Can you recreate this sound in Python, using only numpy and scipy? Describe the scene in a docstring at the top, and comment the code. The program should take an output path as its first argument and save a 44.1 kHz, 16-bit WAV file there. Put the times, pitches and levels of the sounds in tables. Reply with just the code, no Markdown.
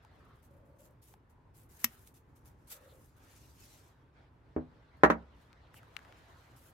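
"""Pruning a bonsai

Steel cutters snip a branch on a wooden deck beside a wall: impulses and noise bursts, then ringing modes.
Leaves rustle as the branch is drawn out and dropped, and an arm swishes: filtered noise in smooth envelopes.
The cutters are put down with a thud, a hard knock and a bounce, which excite decaying board modes.
Small damped ticks come before and after; faint hollow hums and high whistles fall over a low, swelling air."""
import sys
import numpy as np
from scipy import signal
from scipy.fft import rfft, irfft
from scipy.io import wavfile
from scipy.ndimage import uniform_filter1d, map_coordinates

SR = 44100
rng = np.random.default_rng(int(sys.argv[2]) if len(sys.argv) > 2 else 0)


def unload_wav(signal):
    """Save mono or channel-first audio to the path in sys.argv[1] as 16-bit WAV at rate SR, clipped to [-1, 1]."""
    wavfile.write(
        sys.argv[1],
        SR,
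        np.round(np.clip(np.atleast_2d(signal).T, -1, 1) * 32767).astype(np.int16),
    )


N = 296787
SIDES = np.array([[1], [-1]])  # left, right


def snip(crack_db=-4, tear_db=0, splinter_db=-4, lead_db=-20, lead_s=0.0072, pan_db=1):
    """Brittle fracture: the wood cracks and tears at once; jaws and stem then ring freely."""
    # the branch parts in quick cracks: t/s, relative level/dB
    cracks = [(1.8433, 0), (1.8449, -2), (1.848, -10)]
    # spectrum of breaking wood: f/Hz, level/dB
    crack_colour = [(150, -32), (500, -20), (900, -7.5), (1900, 0), (4200, -8.5), (6000, -0.5), (9000, -10),
                    (10800, -5.5), (11900, 3.5), (13700, -2.5), (14600, 2.5), (16000, -14)]
    # steel jaws and springing stem: f/Hz, level/dB, t60/s, left minus right before the overall pan/dB
    snip_modes = [(232, -36.5, 0.11, 1), (3100, -38, 0.05, -3.5), (5660, -31, 0.046, 4.5),
                  (11880, -17.5, 0.025, 3)]
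    t, hz = clock()
    out = np.zeros((2, N))
    colour = amp(read(crack_colour, hz))
    tear, splinter, onset = np.exp(-t / np.array([[.0012], [.005], [.0003]]))  # decay times in s
    fade = amp(tear_db) * unit(tear) + amp(splinter_db) * unit(splinter)
    for s, db in cracks:
        fibres = fade * rng.standard_normal((2, len(t))) / np.sqrt(len(t))
        snap = amp(crack_db) * (t == 0)
        add(out, s, amp(db) * causal(snap + fibres, colour))
    first_s = cracks[0][0]
    rise = unit(np.exp(-t[::-1] / lead_s))
    lead = rise * rng.standard_normal((2, len(t))) / np.sqrt(len(t))  # faint hiss just ahead of the snip
    add(out, first_s - t[-1], amp(lead_db) * causal(lead, colour))
    add(out, first_s, ringing(snip_modes, lag=.00005) * (1 - onset))
    return out * amp(pan_db * SIDES)


def knocks(push_db=17.5, wash_db=14.0, lag=0.00016, low_cut_hz=90, clink_s=0.012, clink_pan_db=0.5, grit_db=3):
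    """Impact excitation: each blow rings the same deck modes with a fresh wash and a gritty steel clink."""
    # a hard knock and a bounce, each with quick weaker returns:
    # t/s, relative wood level/dB, contact cut-off f/Hz, clink level/dB
    blows = [(5.035, 3.5, 1270, -35), (5.0379, -9.5, 2440, -45.5), (5.049, -7.5, 2010, -62),
             (5.101, -4, 1260, -42), (5.1051, -13, 3400, -59)]
    # boards under the cutters: f/Hz, level/dB, t60/s, left minus right/dB
    deck = [(65, -36.5, 0.7, -0.5), (175, -27.5, .25, -2), (226, -28.5, 0.25, -3), (302, -22.5, 0.11, -2.5),
            (354, -26, 0.13, -6), (394, -25.5, .09, 4), (454, -27.5, 0.1, 2), (516, -26, 0.066, 2),
            (620, -22, 0.15, -8), (774, -27, .07, 8.5), (808, -27, 0.11, 7.5), (963, -22.5, 0.1, -5.5),
            (1055, -22, 0.078, -3.5), (1155, -24, .083, 8.5), (1260, -17, 0.043, 0.5),
            (1363, -15, 0.071, -5), (1520, -24, 0.092, -2), (1690, -14.5, 0.06, -2), (1840, -21, 0.085, 7),
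            (1900, -18, 0.079, 3)]
    # spectrum of the steel clink: f/Hz, level/dB
    clink_colour = [(1500, -11), (2700, 5), (4300, 5.5), (5000, -4.5), (5800, 3.5), (9000, -14.5),
                    (12000, -6.5), (16000, -21)]
    t, _ = clock()
    out = np.zeros((2, N))
    modes = ringing(deck, lag)
    for s, db, contact_hz, clink_db in blows:
        wood = struck(modes, push_db, wash_db)
        roughness = unit(uniform_filter1d(rng.standard_normal(len(t)), size=60))
        grit = unit(amp(grit_db * roughness))
        clink = noise(clink_colour, len(t)) * grit * np.exp(-t / clink_s)
        clink = clink * amp(clink_db + clink_pan_db * SIDES)
        add(out, s, contact(wood, db, contact_hz, low_cut_hz) + clink)
    return from_right(out, late_s=0.0001)


def thud(db=-2.0, contact_hz=560, low_cut_hz=130, push_db=5, wash_db=7.5, lag=0.00018):
    """Soft impact: a low contact cut-off dulls the blow, and all modes of one board start in one polarity."""
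    # the board: f/Hz, level before a gradual weakening down the list/dB, t60/s, left minus right/dB
    thud_board = [(77, -23, 0.18, 0.5), (155.4, -37.5, 0.34, -5.5), (251.7, -30.5, 0.24, 3.5),
                  (318, -24, 0.17, -0.5), (380, -23, .06, 4), (409, -24.5, 0.085, -6), (442, -24, .09, 0),
                  (529.5, -27.5, 0.089, 1), (605, -30, 0.15, -10), (650, -23.5, 0.096, -4)]
    thud_s = 4.5641
    out = np.zeros((2, N))
    modes = ringing(thud_board, lag, sign=0.94)
    add(out, thud_s, contact(struck(modes, push_db, wash_db), db, contact_hz, low_cut_hz))
    return out


def struck(modes, push_db, wash_db):
    """Modal density: a blow gives a push and separate modes, which crowd into a wash at higher frequencies."""
    # spectrum of push and wash: f/Hz, level/dB
    board_colour = [(20, -44.5), (150, -3), (380, 5.5), (800, 3.5), (1900, 2.5), (2400, -4.5), (3200, -11),
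                    (6000, -22), (16000, -19)]
    # decay of the wash: f/Hz, t60/s
    board_ring = [(200, 0.27), (2000, 0.14), (5000, 0.051), (14000, 0.04)]
    wash_hz = 700  # the wash takes over gradually above this
    t, hz = clock()
    wash = amp(wash_db) * causal(tail(board_ring), hz / (hz + wash_hz))
    drive = amp(push_db) * (t == 0) + wash
    return causal(drive, amp(read(board_colour, hz))) + modes


def contact(wood, db, contact_hz, low_cut_hz):
    """Contact time: a softer contact excites less treble; a high-pass keeps the blow lean in the deep bass."""
    _, hz = clock()
    treble_loss = 1 + (hz / contact_hz) ** 4
    bass_loss = 1 + (low_cut_hz / (hz + 1)) ** 4
    return -amp(db) * causal(wood, 1 / np.sqrt(treble_loss * bass_loss))


def ringing(modes, lag, sign=-1):
    """Modal synthesis: damped sines, by default of alternating sign, differ in phase and level left to right."""
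    t, _ = clock()
    out = np.zeros((2, len(t)))
    for k, (hz, db, t60, pan_db) in enumerate(modes):
        shifted = t + lag * SIDES * (-1) ** (k // 2)  # the leading side changes every two modes
        decay = np.exp(-np.log(1000) * t / t60)
        level = sign ** k * amp(db + SIDES * pan_db / 2)
        out += level * decay * np.sin(2 * np.pi * hz * shifted)
    return out


def leaves(gain_db=0, flutter_db=2, brush_rush_db=-10, slide_rustle_db=-3, slide_rush_db=-2):
    """Stochastic contact noise: many tiny leaf impacts over a hiss, in uneven clumps; slides add a lower rush."""
    # whole leaves slide as the branch is drawn out and laid down: start t/s, length/s, relative level/dB
    slides = [(2.1, 2.28, -81), (3.17, 0.51, -66), (3.46, 0.53, -62.5), (5.34, 0.22, -81), (5.6, 1.53, -77)]
    # spectrum of the leaf contacts: f/Hz, level/dB
    leaf_colour = [(500, -22.5), (1500, -6), (3200, -10.5), (5000, -11), (7000, -5), (10000, -3),
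                   (13000, -0.5), (15500, -8)]
    # spectrum of the rush: f/Hz, level/dB
    slide_colour = [(800, -17.5), (2500, -3.5), (4200, -4), (6500, -1), (9000, -8.5), (16000, -27)]
    stir_db = -102  # the foliage is never quite still
    hz = np.fft.rfftfreq(N, 1 / SR)
    brush, slide = brushes(), sweeps(slides, skew=0.74, sharpness=1.88)
    contacts = rng.random(N) < 3000 / SR  # 3000 per second on average
    sizes = contacts * amp(3.5 * np.minimum(rng.exponential(1, N), 4))
    grains = rng.standard_normal((2, N)) * (.4 + sizes)  # .4 is the steady hiss
    clumps = uniform_filter1d(uniform_filter1d(rng.standard_normal(N), size=1400), size=500)
    rustle = unit(irfft(rfft(grains) * amp(read(leaf_colour, hz)), N))
    rustle = rustle * (np.hypot(brush, amp(slide_rustle_db) * slide) + amp(stir_db))
    rush = noise(slide_colour, N) * np.hypot(amp(brush_rush_db) * brush, amp(slide_rush_db) * slide)
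    return patchy(rustle + rush, depth_db=2) * amp(gain_db + flutter_db * unit(clumps) + .5 * SIDES)


def brushes():
    """Envelope of intermittent contact: each leaf flick swells, holds and settles; overlapping powers add."""
    # leaves flicked by cutters, hand or branch: start t/s, contact length/s, relative level/dB
    flicks = [(0.42, 0.042, -72), (0.784, 0.078, -67), (1.016, 0.11, -66), (1.293, 0.0051, -69.5),
              (1.538, 0.1, -68.5), (1.687, .4, -67.5), (1.789, 0.035, -55), (2.057, 0.019, -59.5),
              (2.137, 0.036, -63.5), (2.351, 0.022, -69.5), (2.447, 0.035, -66.5), (2.669, 0.1, -61),
              (2.696, 0.031, -45.5), (2.8, 0.26, -70.5), (3.16, 0.0082, -64.5), (4.962, 0.014, -78),
              (5.735, 0.041, -61.5), (6.557, 0.029, -62.5), (6.599, 0.1, -68.5)]
    attack_s, release_s = 0.009, 0.017
    t = np.arange(N) / SR
    power = np.zeros(N)
    for s, length, db in flicks + grazes():
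        near = slice(round(s * SR), round((s + length + .5) * SR))
        age = np.maximum(t[near] - s, 0)
        attack = np.tanh(age / attack_s)
        release = np.exp(-np.maximum(age - length, 0) / release_s)
        power[near] += (amp(db) * attack * release) ** 2
    return np.sqrt(power)


def grazes(count=40):
    """Random point process: single leaves touched unevenly while the jaws are threaded in, as brush rows."""
    threading_s, grazes_per_s = 0.91, 27
    graze_s, graze_db, spread_db = 0.013, -84, 5
    rows = []
    for k, (late, force) in enumerate(rng.uniform(-0.67, 1, (count, 2))):
        s = (k + abs(late)) / grazes_per_s
        if s < threading_s:
            rows.append((s, graze_s, graze_db + spread_db * force))
    return rows


def swish(gain_db=2.0):
    """Friction noise: the soft rubbing of the moving arm follows the speed of each stroke."""
    # strokes of the arm: start t/s, length/s, level before the gain/dB
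    strokes = [(-.1, 0.64, -69.5), (1.74, 0.34, -68), (2.65, 0.36, -67), (3.14, 0.29, -69),
               (3.53, 0.64, -72), (4.12, 0.2, -70), (4.3, 2.96, -69.5), (5.68, 1.25, -65.5)]
    # spectrum of the rubbing: f/Hz, level/dB
    swish_colour = [(200, 0), (600, 7.5), (1500, 6.5), (2600, -3), (4000, -6), (16000, -40.5)]
    sleeve_db = -82.5  # rubbing between the strokes, before the gain
    strength = np.hypot(sweeps(strokes, skew=0.76, sharpness=0.94), amp(sleeve_db))
    return patchy(noise(swish_colour, N), depth_db=2.5) * amp(gain_db) * strength


def sweeps(rows, skew, sharpness):
    """Speed-dependent friction: each movement speeds up and slows in one arch; skew under 1 peaks early."""
    t = np.arange(N) / SR
    power = np.zeros(N)
    for s, length, db in rows:
        progress = np.clip((t - s) / length, 0, 1)
        speed = abs(np.sin(np.pi * progress ** skew))
        power += (amp(db) * speed ** sharpness) ** 2
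    return np.sqrt(power)


def patchy(x, depth_db):
    """Random time-frequency modulation: random patches raise and lower a rubbed sound."""
    patch_s, patch_hz = 0.03, 260  # size of the random patches in time and frequency
    hz, t, z = signal.stft(x, SR, nperseg=512)
    cells = rng.standard_normal((400, 800))
    grid = np.meshgrid(hz / patch_hz, t / patch_s, indexing="ij")
    field = unit(map_coordinates(cells, grid, order=1, mode="mirror"))
    return signal.istft(z * unit(amp(depth_db * field)), SR, nperseg=512)[1][:, :N]


def ticks(scatter_s=0.0023, gain_db=21, damping_hz=1400, skirt_db=-16):
    """Damped resonance: a tap and its scatter excite one peak on a broad skirt; low taps ring longer."""
    # light taps of twigs and fingers: t/s, level before the gain/dB, centre f/Hz, left minus right/dB
    taps = [(0.0493, -39, 880, 1), (1.1397, -35, 810, -1), (5.53, -53, 2220, 7), (5.743, -42, 1480, -2),
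            (5.832, -45, 1310, -4), (5.9666, -32.5, 1940, 19), (5.991, -42.5, 1490, 5),
            (6.05, -47, 1590, 7), (6.125, -48.5, 1900, 8)]
    t, hz = clock(size=2048)
    out = np.zeros((2, N))
    for s, db, centre_hz, pan_db in taps:
        scatter = rng.standard_normal((2, len(t))) * np.exp(-t / scatter_s)
        burst = unit(scatter) / np.sqrt(len(t))
        ratio = (hz + 1) / centre_hz
        detune = ratio - 1 / ratio
        width = (centre_hz / damping_hz) ** 2
        peak = 1 / (1 + (detune / width) ** 2) ** 2.4
        skirt = amp(skirt_db) / np.hypot(1, detune / 2)
        tap = causal((t == 0) + .5 * burst, peak + skirt)
        add(out, s, tap * amp(gain_db + db + pan_db * SIDES / 2))
    return out


def yard(x, wet_db=-25, wall_db=-21, wall_s=0.009, spread_s=0.014):
    """Reflection and reverberation: the wall returns a scattered echo dulled by foliage; a faint tail follows."""
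    # decay of the yard: f/Hz, t60/s
    yard_ring = [(200, 0.21), (2500, 0.14), (8000, 0.085), (15000, 0.074)]
    wall_colour = [(1500, -3), (3000, 1.5), (6000, -8.0), (16000, -13.5)]  # f/Hz, level/dB
    t, _ = clock()
    scatter = np.exp(-abs(t - wall_s) / spread_s)
    wall = unit(noise(wall_colour, len(t)) * scatter) / np.sqrt(len(t))
    echo = amp(wet_db) * tail(yard_ring) + amp(wall_db) * wall
    return x + signal.fftconvolve(x, echo, axes=1)[:, :N]


def hums_and_whistles(blur=0.11):
    """Narrow-band modulation: slow noise blurs each falling tone by a share of its pitch."""
    # faint hollow hums, and high whistles: start t/s, length/s, start f/Hz, end f/Hz, relative level/dB
    tones = [(0.197, 0.19, 1230, 1182, -65), (0.449, 0.54, 557.5, 555, -64), (1.271, 0.26, 945, 902, -72.5),
             (2.693, 0.37, 548.5, 512, -62.5), (2.878, 0.061, 4100, 3480, -71),
             (5.604, 0.086, 4346, 2900, -75.5), (5.752, 0.052, 3100, 2420, -62)]
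    out = np.zeros((2, N))
    for s, length, start_hz, end_hz, db in tones:
        t = np.arange(0, length, 1 / SR)
        lowpass = signal.butter(2, blur * start_hz, fs=SR, output="sos")
        waver = signal.sosfilt(lowpass, rng.standard_normal((2, SR)))[:, :len(t)]
        waver = unit(waver + waver[::-1] / 2)  # each side shares some of the other
        turns = np.cumsum(start_hz + (end_hz - start_hz) * t / length) / SR
        tone = np.sin(2 * np.pi * turns) * signal.windows.tukey(len(t), .5)
        add(out, s, amp(db) * waver * tone)
    return out


def air(swell_db=1.38):
    """Amplitude-modulated noise: twenty slow sines swell the low background of the garden."""
    # spectral density of the background: f/Hz, relative level/dB
    air_colour = [(20, -32), (35, -6.5), (60, 2), (135, -0.5), (200, -13), (260, -8.5), (500, -16),
                  (700, -21), (900, -16.5), (1800, -27.5), (4000, -45.5), (16000, -55.5)]
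    air_db = -62
    t = np.arange(N) / SR
    swell = unit(sum(np.sin(2 * np.pi * (f * t + rng.random())) for f in np.geomspace(.5, 8, 20)))
    return noise(air_colour, N) * amp(air_db + swell_db * swell)


def noise(colour, size):
    """Interchannel coherence: coloured noise, scaled to rms 1, whose two sides agree most in the bass."""
    # left-right likeness: f/Hz, correlation (1 is identical)
    alike = [(100, 0.97), (300, .8), (600, 0.59), (1100, 0.014), (2500, 0.33), (16000, 0.074)]
    hz = np.fft.rfftfreq(size, 1 / SR)
    mid, side = rfft(rng.standard_normal((2, size)))
    same = np.clip(read(alike, hz), -1, 1)
    mid, side = mid * np.sqrt(1 + same), side * np.sqrt(1 - same)
    return unit(irfft(np.array([mid + side, mid - side]) * amp(read(colour, hz)), size))


def tail(ring, size=16384):
    """Exponential decay: a dense echo of mean channel energy 1 in which each band dies at its own speed."""
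    hz, t, z = signal.stft(noise([(1, 0)], size), SR, nperseg=256)
    decay = amp(-60 * t / read(ring, hz)[:, None])
    echo = signal.istft(z * decay, SR, nperseg=256)[1][:, :size]
    return unit(echo) / np.sqrt(size)


def from_right(x, late_s):
    """Time-difference stereo: sound from a source on the right reaches the left side a moment later."""
    hz = np.fft.rfftfreq(N, 1 / SR)
    left = irfft(rfft(x[0]) * np.exp(-2j * np.pi * hz * late_s), N)
    return np.array([left, x[1]])


def causal(x, gain):
    """Minimum phase: colours x by a gain per frequency, with nothing ahead of the attack."""
    log_gain = np.log(np.maximum(np.r_[gain, gain[-2:0:-1]], 1e-5))
    response = np.exp(np.conj(signal.hilbert(log_gain)))[:len(gain)]
    return signal.fftconvolve(x, irfft(response)[None], axes=1)[:, :x.shape[1]]


def amp(db):
    """Decibel law: level in dB to amplitude ratio."""
    return 10 ** (np.asarray(db) / 20)


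def unit(x):
    """Normalization: scales to an rms of 1."""
    return x / np.sqrt(np.mean(x ** 2) + 1e-20)


def read(points, hz):
    """Logarithmic pitch scale: interpolates a table of (f, value) over log frequency."""
    f, value = np.transpose(points)
    return np.interp(np.log(hz + 1), np.log(f + 1), value)


def add(mix, s, sound):
    """Superposition: adds a sound to the mix from time s, cut at the end of the mix."""
    part = mix[:, round(s * SR):][:, :sound.shape[1]]
    part += sound[:, :part.shape[1]]


def clock(size=16384):
    """Discrete sampling: times in s and frequencies in Hz of one short sound."""
    return np.arange(size) / SR, np.fft.rfftfreq(size, 1 / SR)


def scene():
    """Superposition: snip, thud and knocks echo off the wall; the small sounds stay dry."""
    return yard(snip() + thud() + knocks()) + ticks() + leaves() + swish() + air() + hums_and_whistles()


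def record(dry):
    """Band limitation: the recorder's low-pass filter removes the highest treble."""
    edge_hz = 15950
    lowpass = signal.firwin(255, edge_hz, window=("kaiser", 9), fs=SR)
    return signal.oaconvolve(dry, lowpass[None], "same")


dry = scene()
out = record(dry)
unload_wav(out)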